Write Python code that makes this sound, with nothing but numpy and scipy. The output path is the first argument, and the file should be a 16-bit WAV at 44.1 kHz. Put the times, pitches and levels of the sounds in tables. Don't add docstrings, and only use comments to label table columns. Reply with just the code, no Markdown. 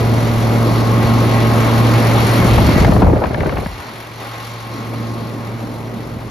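import sys
import numpy as np
from scipy import signal
from scipy.fft import rfft, irfft, next_fast_len
from scipy.io import wavfile

SR = 44100
rng = np.random.default_rng(int(sys.argv[2]) if len(sys.argv) > 2 else 0)


def generate_wav(sig):
    pcm = np.round(np.clip(np.atleast_2d(sig).T, -1, 1) * 32767).astype(np.int16)
    wavfile.write(sys.argv[1], SR, pcm)


def rack_gain(trim_db):
    fader = np.asarray(trim_db, float)
    return 10 ** (fader / 20)


N = 277830
TIME = np.arange(N) / SR
SIZE = next_fast_len(N)
HZ = np.maximum(np.arange(SIZE // 2 + 1) * SR / SIZE, 1)
FIRING_HZ, BLADE_HZ = 45.0, 114.55


def in_time(rows):
    s, *columns = np.transpose(rows)
    return [np.interp(TIME, s, column) for column in columns]


def window(start_s, end_s, fade_s):
    return np.clip(np.minimum(TIME - start_s, end_s - TIME) / fade_s, 0, 1)


def at_hz(points, hz):
    table_hz, values = np.transpose(points)
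    return np.interp(np.log(hz), np.log(table_hz), values)


def drift(rate_hz):
    r = np.exp(-80 * np.pi * rate_hz / SR)
    slow = signal.lfilter([1], [1, -2 * r, r * r], rng.standard_normal(N // 40 + 2002))[2000:]
    return np.interp(np.arange(N) / 40, np.arange(len(slow)), slow / slow.std())


def banded_noise(colour_db, levels, centres, shape):
    spectrum = rfft(rng.standard_normal((2, SIZE))) * rack_gain(colour_db)
    power = np.mean(np.abs(spectrum) ** 2, axis=0) * 2 / SIZE ** 2
    gains = np.array([db - 10 * np.log10(power[(HZ > lo) & (HZ < hi)].sum()) for lo, hi, db in levels])
    anchors = np.log([lo * hi for lo, hi, db in levels]) / 2
    out = np.zeros((2, N))
    for k, hz in enumerate(centres):
        share = np.interp(np.log(HZ), np.log(centres), np.arange(len(centres)) == k)
        blend = [np.interp(np.log(hz), anchors, row) for row in np.eye(len(levels))]
        band = irfft(spectrum * share, SIZE)[:, :N]
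        out += band * rack_gain(blend @ gains) * shape(hz)
    return out


def spread(pair, alike, lead, pan_db):
    common, apart = rfft(pair, SIZE)
    alike = np.clip(alike, 0, 1)
    common = common * np.sqrt((1 + alike) / 2)
    apart = apart * np.sqrt((1 - alike) / 2)
    turn = np.exp(.5j * lead) * rack_gain(pan_db / 2)
    return irfft(np.array([(common + apart) * turn, (common - apart) / turn]), SIZE)[:, :N]


def rumble():
    thinned_from_s = 3.2
    return np.where(TIME < thinned_from_s, -28, -53.5 + 5 * (TIME - thinned_from_s))


# t/s, blade tone level/dB, airflow level/dB
FAN_LEVELS = [(0.0, -15.5, -26), (1.0, -14.5, -24), (2.1, -12, -22.5), (2.6, -16, -22.5), (2.75, -24, -23),
              (3.1, -18, -28.5), (3.25, -33, -45), (3.85, -40, -44.5), (4.1, -36, -47), (4.6, -31, -49),
              (4.76, -32, -36), (4.95, -24, -34), (5.2, -28, -34.5), (5.5, -27, -35.5), (5.8, -29.5, -35),
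              (6.3, -32.5, -38)]
# multiple of the blade rate, level over the first/dB
BLADE_PARTIALS = [(3, -21.5), (4, -23.5), (5, -19), (7, -25)]
# f/Hz, level per Hz/dB
RUSH_COLOUR = [(25, -50), (48, -24), (62, -6), (95, -5), (160, 0), (300, -1), (480, -6), (620, -6),
               (800, -10), (1200, -14), (1700, -26), (3000, -40)]


def fan():
    first_db, air_db = in_time(FAN_LEVELS)
    second_db = air_db + 0.95 - 7 * window(1.9, 4.7, fade_s=.26)
    phase = 2 * np.pi * np.cumsum(BLADE_HZ + .2 * drift(3.0)) / SR
    tone = rack_gain(first_db + 0.49 * drift(5.4)) * np.cos(phase)
    tone += rack_gain(second_db + .8 * drift(8)) * np.cos(2 * phase + .6 + .2 * drift(3.0))
    for multiple, db in BLADE_PARTIALS:
        level = rack_gain(first_db + db + 1.5 * drift(4.1))
        tone += level * np.cos(multiple * phase + .9 * drift(2.73))
    swell, chop = drift(9.9), np.cos(phase)
    levels = [(55, 100, rumble() - 1), (135, 215, air_db), (360, 800, air_db + 0.9)]
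    rush = banded_noise(at_hz(RUSH_COLOUR, HZ), levels, np.geomspace(40, 2000, num=9),
                        lambda hz: rack_gain(0.37 * swell + 1.5 * drift(22) + 1.57 * chop - 0.05))
    tone_apart = 1.3 * np.roll(tone, 96)
    return rush + np.sqrt(2) * np.array([tone, tone_apart])


# t/s, distance/m
WALK = [
    (0, 2.6),
    (1.5, 2.0),
    (3.0, 1.0),
    (4.0, 1.7),
    (6.3, 3.0),
]


def firing_count():
    distance_m, = in_time(WALK)
    return (TIME - (distance_m - 1.6) / 343) * FIRING_HZ + 6


# t/s, clatter level/dB
BLOCK_LEVEL = [(0.0, -37), (0.9, -35.5), (1.2, -33.5), (2.0, -31.5), (2.2, -29.5), (2.8, -31), (2.9, -36),
               (3.1, -46.5), (3.7, -43), (3.82, -42.5), (4.17, -46), (4.22, -41), (4.6, -43), (5.3, -46),
               (5.7, -47), (6.3, -49)]
# f/Hz, level per Hz/dB
BLOCK_COLOUR = [(500, -1), (1100, 1), (1500, -2.5), (1800, -3.5), (2150, -3.5), (3000, -8), (4300, -6.5),
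                (4800, -9.5), (5900, -11), (8200, -16), (9200, -12), (11200, -11), (12700, -15),
                (15200, -13)]
CASTING_HZ = [803, 1951, 2183, 2320, 2802, 3283, 4073, 4289, 4450, 5033, 5332, 5700]
# width/Hz, level/dB
CASTING_MODES = [(22, 5), (40, 6), (40, 5), (30, 3), (38, 5), (24, 4.5), (30, 4.5), (34, 4.5), (70, 4),
                 (30, 3), (38, 4), (40, 3)]
CYLINDERS_DB = [4, 1, 1.5, 3, 1, 1.5]
# f/Hz, tick power over steady power
TICK_DEPTH = [(800, .2), (2000, 0.37), (5000, 0.88), (11000, 6.4)]


def block_clatter(firings):
    which, age_s = firings.astype(int), firings % 1 / FIRING_HZ
    strength = rack_gain(np.resize(CYLINDERS_DB, 400) + .9 * rng.standard_normal(400)) ** 2
    tick = strength[which] * np.exp(-age_s / .0065) * (1 - np.exp(-age_s / .002))
    colour = at_hz(BLOCK_COLOUR, HZ) - 10 * np.log10(1 + (110 / HZ) ** 4)
    for hz, (width_hz, db) in zip(CASTING_HZ, CASTING_MODES):
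        colour = colour + db / (1 + (2 * (HZ - hz) / width_hz) ** 2)
    clatter_db, = in_time(BLOCK_LEVEL)
    swell, rattle = drift(11), drift(61)

    def gate(hz):
        power = 1 + at_hz(TICK_DEPTH, hz) * tick
        return np.sqrt(power / power.mean()) * rack_gain(0.45 * rattle + 0.11 * swell + 1.2 * drift(9.7))

    levels = [(1177, 2080, clatter_db + 5.4), (3760, 22000, clatter_db + 2.0), (9250, 12800, clatter_db - 7.61)]
    return banded_noise(colour, levels, np.geomspace(700, 14000, num=9), gate)


# start t/s, end t/s, whine level/dB
PUMP_SEEN = [
    (0.55, 2.04, -31),
    (4.22, 5.55, -42),
]
# multiple of the firing rate, level/dB
WHINE = [(19, -6.5), (24, 0), (26, -7.5), (28, -9)]


def pump_whine(firings):
    whine = rack_gain(in_time(BLOCK_LEVEL)[0] - 7)
    for start_s, end_s, db in PUMP_SEEN:
        whine = whine + rack_gain(db) * window(start_s, end_s, fade_s=.065)
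    tones = np.zeros(N)
    for multiple, db in WHINE:
        level = whine * rack_gain(db - 1.5 + 1.3 * drift(5))
        tones += level * np.cos(2 * np.pi * multiple * firings + .6 * drift(5))
    return tones


def engine():
    firings = firing_count()
    hum = rack_gain(rumble() - 3) * np.cos(2 * np.pi * firings + .3)
    tones = hum + pump_whine(firings)
    return block_clatter(firings) + np.sqrt(2) * tones * [[1], [.3]]


# t/s, strength level/dB, sharpness level/dB
GUSTS = [
    (2.33, -39, -3),
    (2.44, -15, -9.5),
    (3.12, -12, -1.5),
    (3.2, -27, 5),
    (3.37, -24.5, 1),
    (3.46, -20.5, 3),
    (3.64, -26.5, 0),
    (3.7, -27, -26),
    (3.9, -49, -3),
]
# f/Hz, level per Hz/dB
GUST_COLOUR = [(20, -37), (40, 2.5), (70, 6), (130, -0.5), (300, -11), (600, -12), (1200, -26.5),
               (2500, -40), (5000, -80)]
# f/Hz, likeness 0-1
GUST_LIKENESS = [(30, 1), (300, 0.69), (800, 0.42), (1500, .3)]


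def gusts():
    thud_db, sharp_db = in_time(GUSTS)
    flutter_db = thud_db - 1.5 + sharp_db
    rasp_db = thud_db - 14.5 + 2 * sharp_db
    present = np.interp(TIME, [2.3, 2.5, 3.72, 3.88], [0, 1, 1, 0])
    lump = drift(35)
    levels = [(25, 100, thud_db), (250, 800, flutter_db), (1000, 2200, rasp_db)]
    air = banded_noise(at_hz(GUST_COLOUR, HZ), levels, np.geomspace(30, 3000, num=8),
                       lambda hz: rack_gain((1.2 + .3 * np.log2(hz / 30)) * lump + 2.0 * drift(40) - 1))
    return present * spread(air, at_hz(GUST_LIKENESS, HZ), -.35 * np.minimum(HZ / 700, 2), 0.92)


# t/s, peak level/dB, f/Hz
THUMPS = [(2.402, -3, 115), (2.446, -2, 125), (2.519, -7, 111), (2.594, -5, 98.7), (2.628, -20, 125),
          (2.688, 2, 142), (2.761, 4.5, 103), (2.813, -3, 108), (2.855, 2, 90), (2.892, 4, 132),
          (2.954, -1, 108), (3.026, -2, 130), (3.065, -1, 65.4), (3.104, -9, 80), (3.133, -1, 220),
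          (3.301, -9, 84.5), (3.402, -15, 70), (3.459, -6, 117), (3.531, -10, 106), (3.58, -16, 70),
          (3.661, -11, 133), (3.719, -23, 64.6), (3.79, -20, 67.3)]


def thumps():
    t60_s, start_over, sag_s = 0.053, 1.35, 0.0048
    out, age = np.zeros(N), np.arange(6000) / SR
    bent = age + start_over * sag_s * (1 - np.exp(-age / sag_s))
    envelope = rack_gain(-60 * age / t60_s) * (1 - np.exp(-age / 0.0016))
    for s, db, hz in THUMPS:
        at = round(s * SR)
        out[at:at + len(age)] += rack_gain(db + 2.5) * np.sin(2 * np.pi * hz * bent) * envelope
    return out * rack_gain(np.array([[.5], [-.5]]))


# t/s, peak level/dB, low part level/dB, left-right level/dB
SNAPS = [(2.4495, -13, -16, 5), (2.5794, -10, -9, 12), (2.6881, -18, -10.5, 1.5), (2.78, -12, -10, 7),
         (2.8461, -1, -5, 4), (2.8776, -20, -9, 4), (2.9186, -12, -12.5, 10), (2.963, -9, -8, 7),
         (3.0193, -6, -4.5, 4), (3.0295, -14, -13, 10), (3.0664, -23, -9.5, 4), (3.097, -20, -13.5, -2),
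         (3.131, -26, -23, 1), (3.2175, -31, -9, 2), (3.238, -7.5, -10.5, 10), (3.2554, -16, -37, 3),
         (3.3438, -9, -21, 5), (3.4048, -12.5, -25, 7), (3.431, -17, -19, 7), (3.4594, -14, -21, 7),
         (3.493, -10.5, -34, 5), (3.5239, -14, -22, 1), (3.5694, -10.5, -30, 4), (3.5828, -20, -16, 0),
         (3.6601, -14.5, -20.5, 6)]


def snaps():
    out, age = np.zeros((2, N)), np.arange(1500) / SR
    dull = signal.butter(3, [220, 1050], "band", fs=SR, output="sos")
    soft = signal.butter(2, 3800, fs=SR, output="sos")
    bright = signal.butter(2, [700, 1800], "band", fs=SR, output="sos")
    edge_shape = np.exp(-age / .0035) * (1 - np.exp(-age / .001))
    puff_shape = np.exp(-age / .005) * (1 - np.exp(-age / .002))
    noises = rng.standard_normal((len(SNAPS), 3, len(age)))
    for (s, db, low_db, pan_db), (common, *own) in zip(SNAPS, noises):
        air = signal.sosfilt(soft, common + .6 * np.array(own))
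        edge = signal.sosfilt(bright, air * edge_shape)
        puff = signal.sosfilt(dull, air * puff_shape)
        snap = rack_gain(db) * edge / np.abs(edge).max() + rack_gain(low_db + 5) * puff / np.abs(puff).max()
        at = round(s * SR)
        out[:, at:at + len(age)] += rack_gain(pan_db / 2 * np.array([[1], [-1]])) * snap
    return out


# f/Hz, likeness 0-1, left phase lead/rad, left-right level/dB
PORTS = [(40, .97, 0, -.5), (200, .95, .25, -1), (700, .72, .6, 1.5), (1200, .72, .8, .5),
         (1750, .1, 1.5, .5), (2100, .55, -.1, 1), (2900, .55, .7, 1), (4000, .72, -.1, 2),
         (5200, .6, .6, 1.5), (6000, .68, -.2, 1), (7000, .8, -1.5, .5), (8250, .9, -3.14, 0),
         (11650, .9, -6.28, 0), (15300, .95, -9.42, 0)]


def scene():
    hz, *columns = np.transpose(PORTS)
    alike, lead, pan_db = [np.interp(HZ, hz, column) for column in columns]
    heard = spread(fan() + engine(), alike, lead, pan_db)
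    return heard + gusts() + thumps() + snaps()


def joint_stereo(x, gap_db):
    _, _, z = signal.stft([x[0] + x[1], x[0] - x[1]], nperseg=2048, noverlap=1024)
    band = np.arange(z.shape[1]) // 16
    power = np.add.reduceat(np.abs(z) ** 2, np.arange(0, z.shape[1], 16), axis=1)
    kept = power > power[::-1] * rack_gain(-gap_db) ** 2
    kept[:, :15] = True
    mid, side = signal.istft(z * kept[:, band], nperseg=2048, noverlap=1024)[1][:, :N]
    return np.array([mid + side, mid - side]) / 2


def roll_off(x):
    return signal.sosfilt(signal.butter(12, 15640, fs=SR, output="sos"), x)


def record(dry):
    rumble_cut = signal.butter(4, 36, "high", fs=SR, output="sos")
    steady = signal.sosfilt(rumble_cut, np.tanh(dry))
    mix = joint_stereo(np.clip(steady, -.94, .94), gap_db=6.8)
    return roll_off(mix)


dry = scene()
out = record(dry)
generate_wav(out)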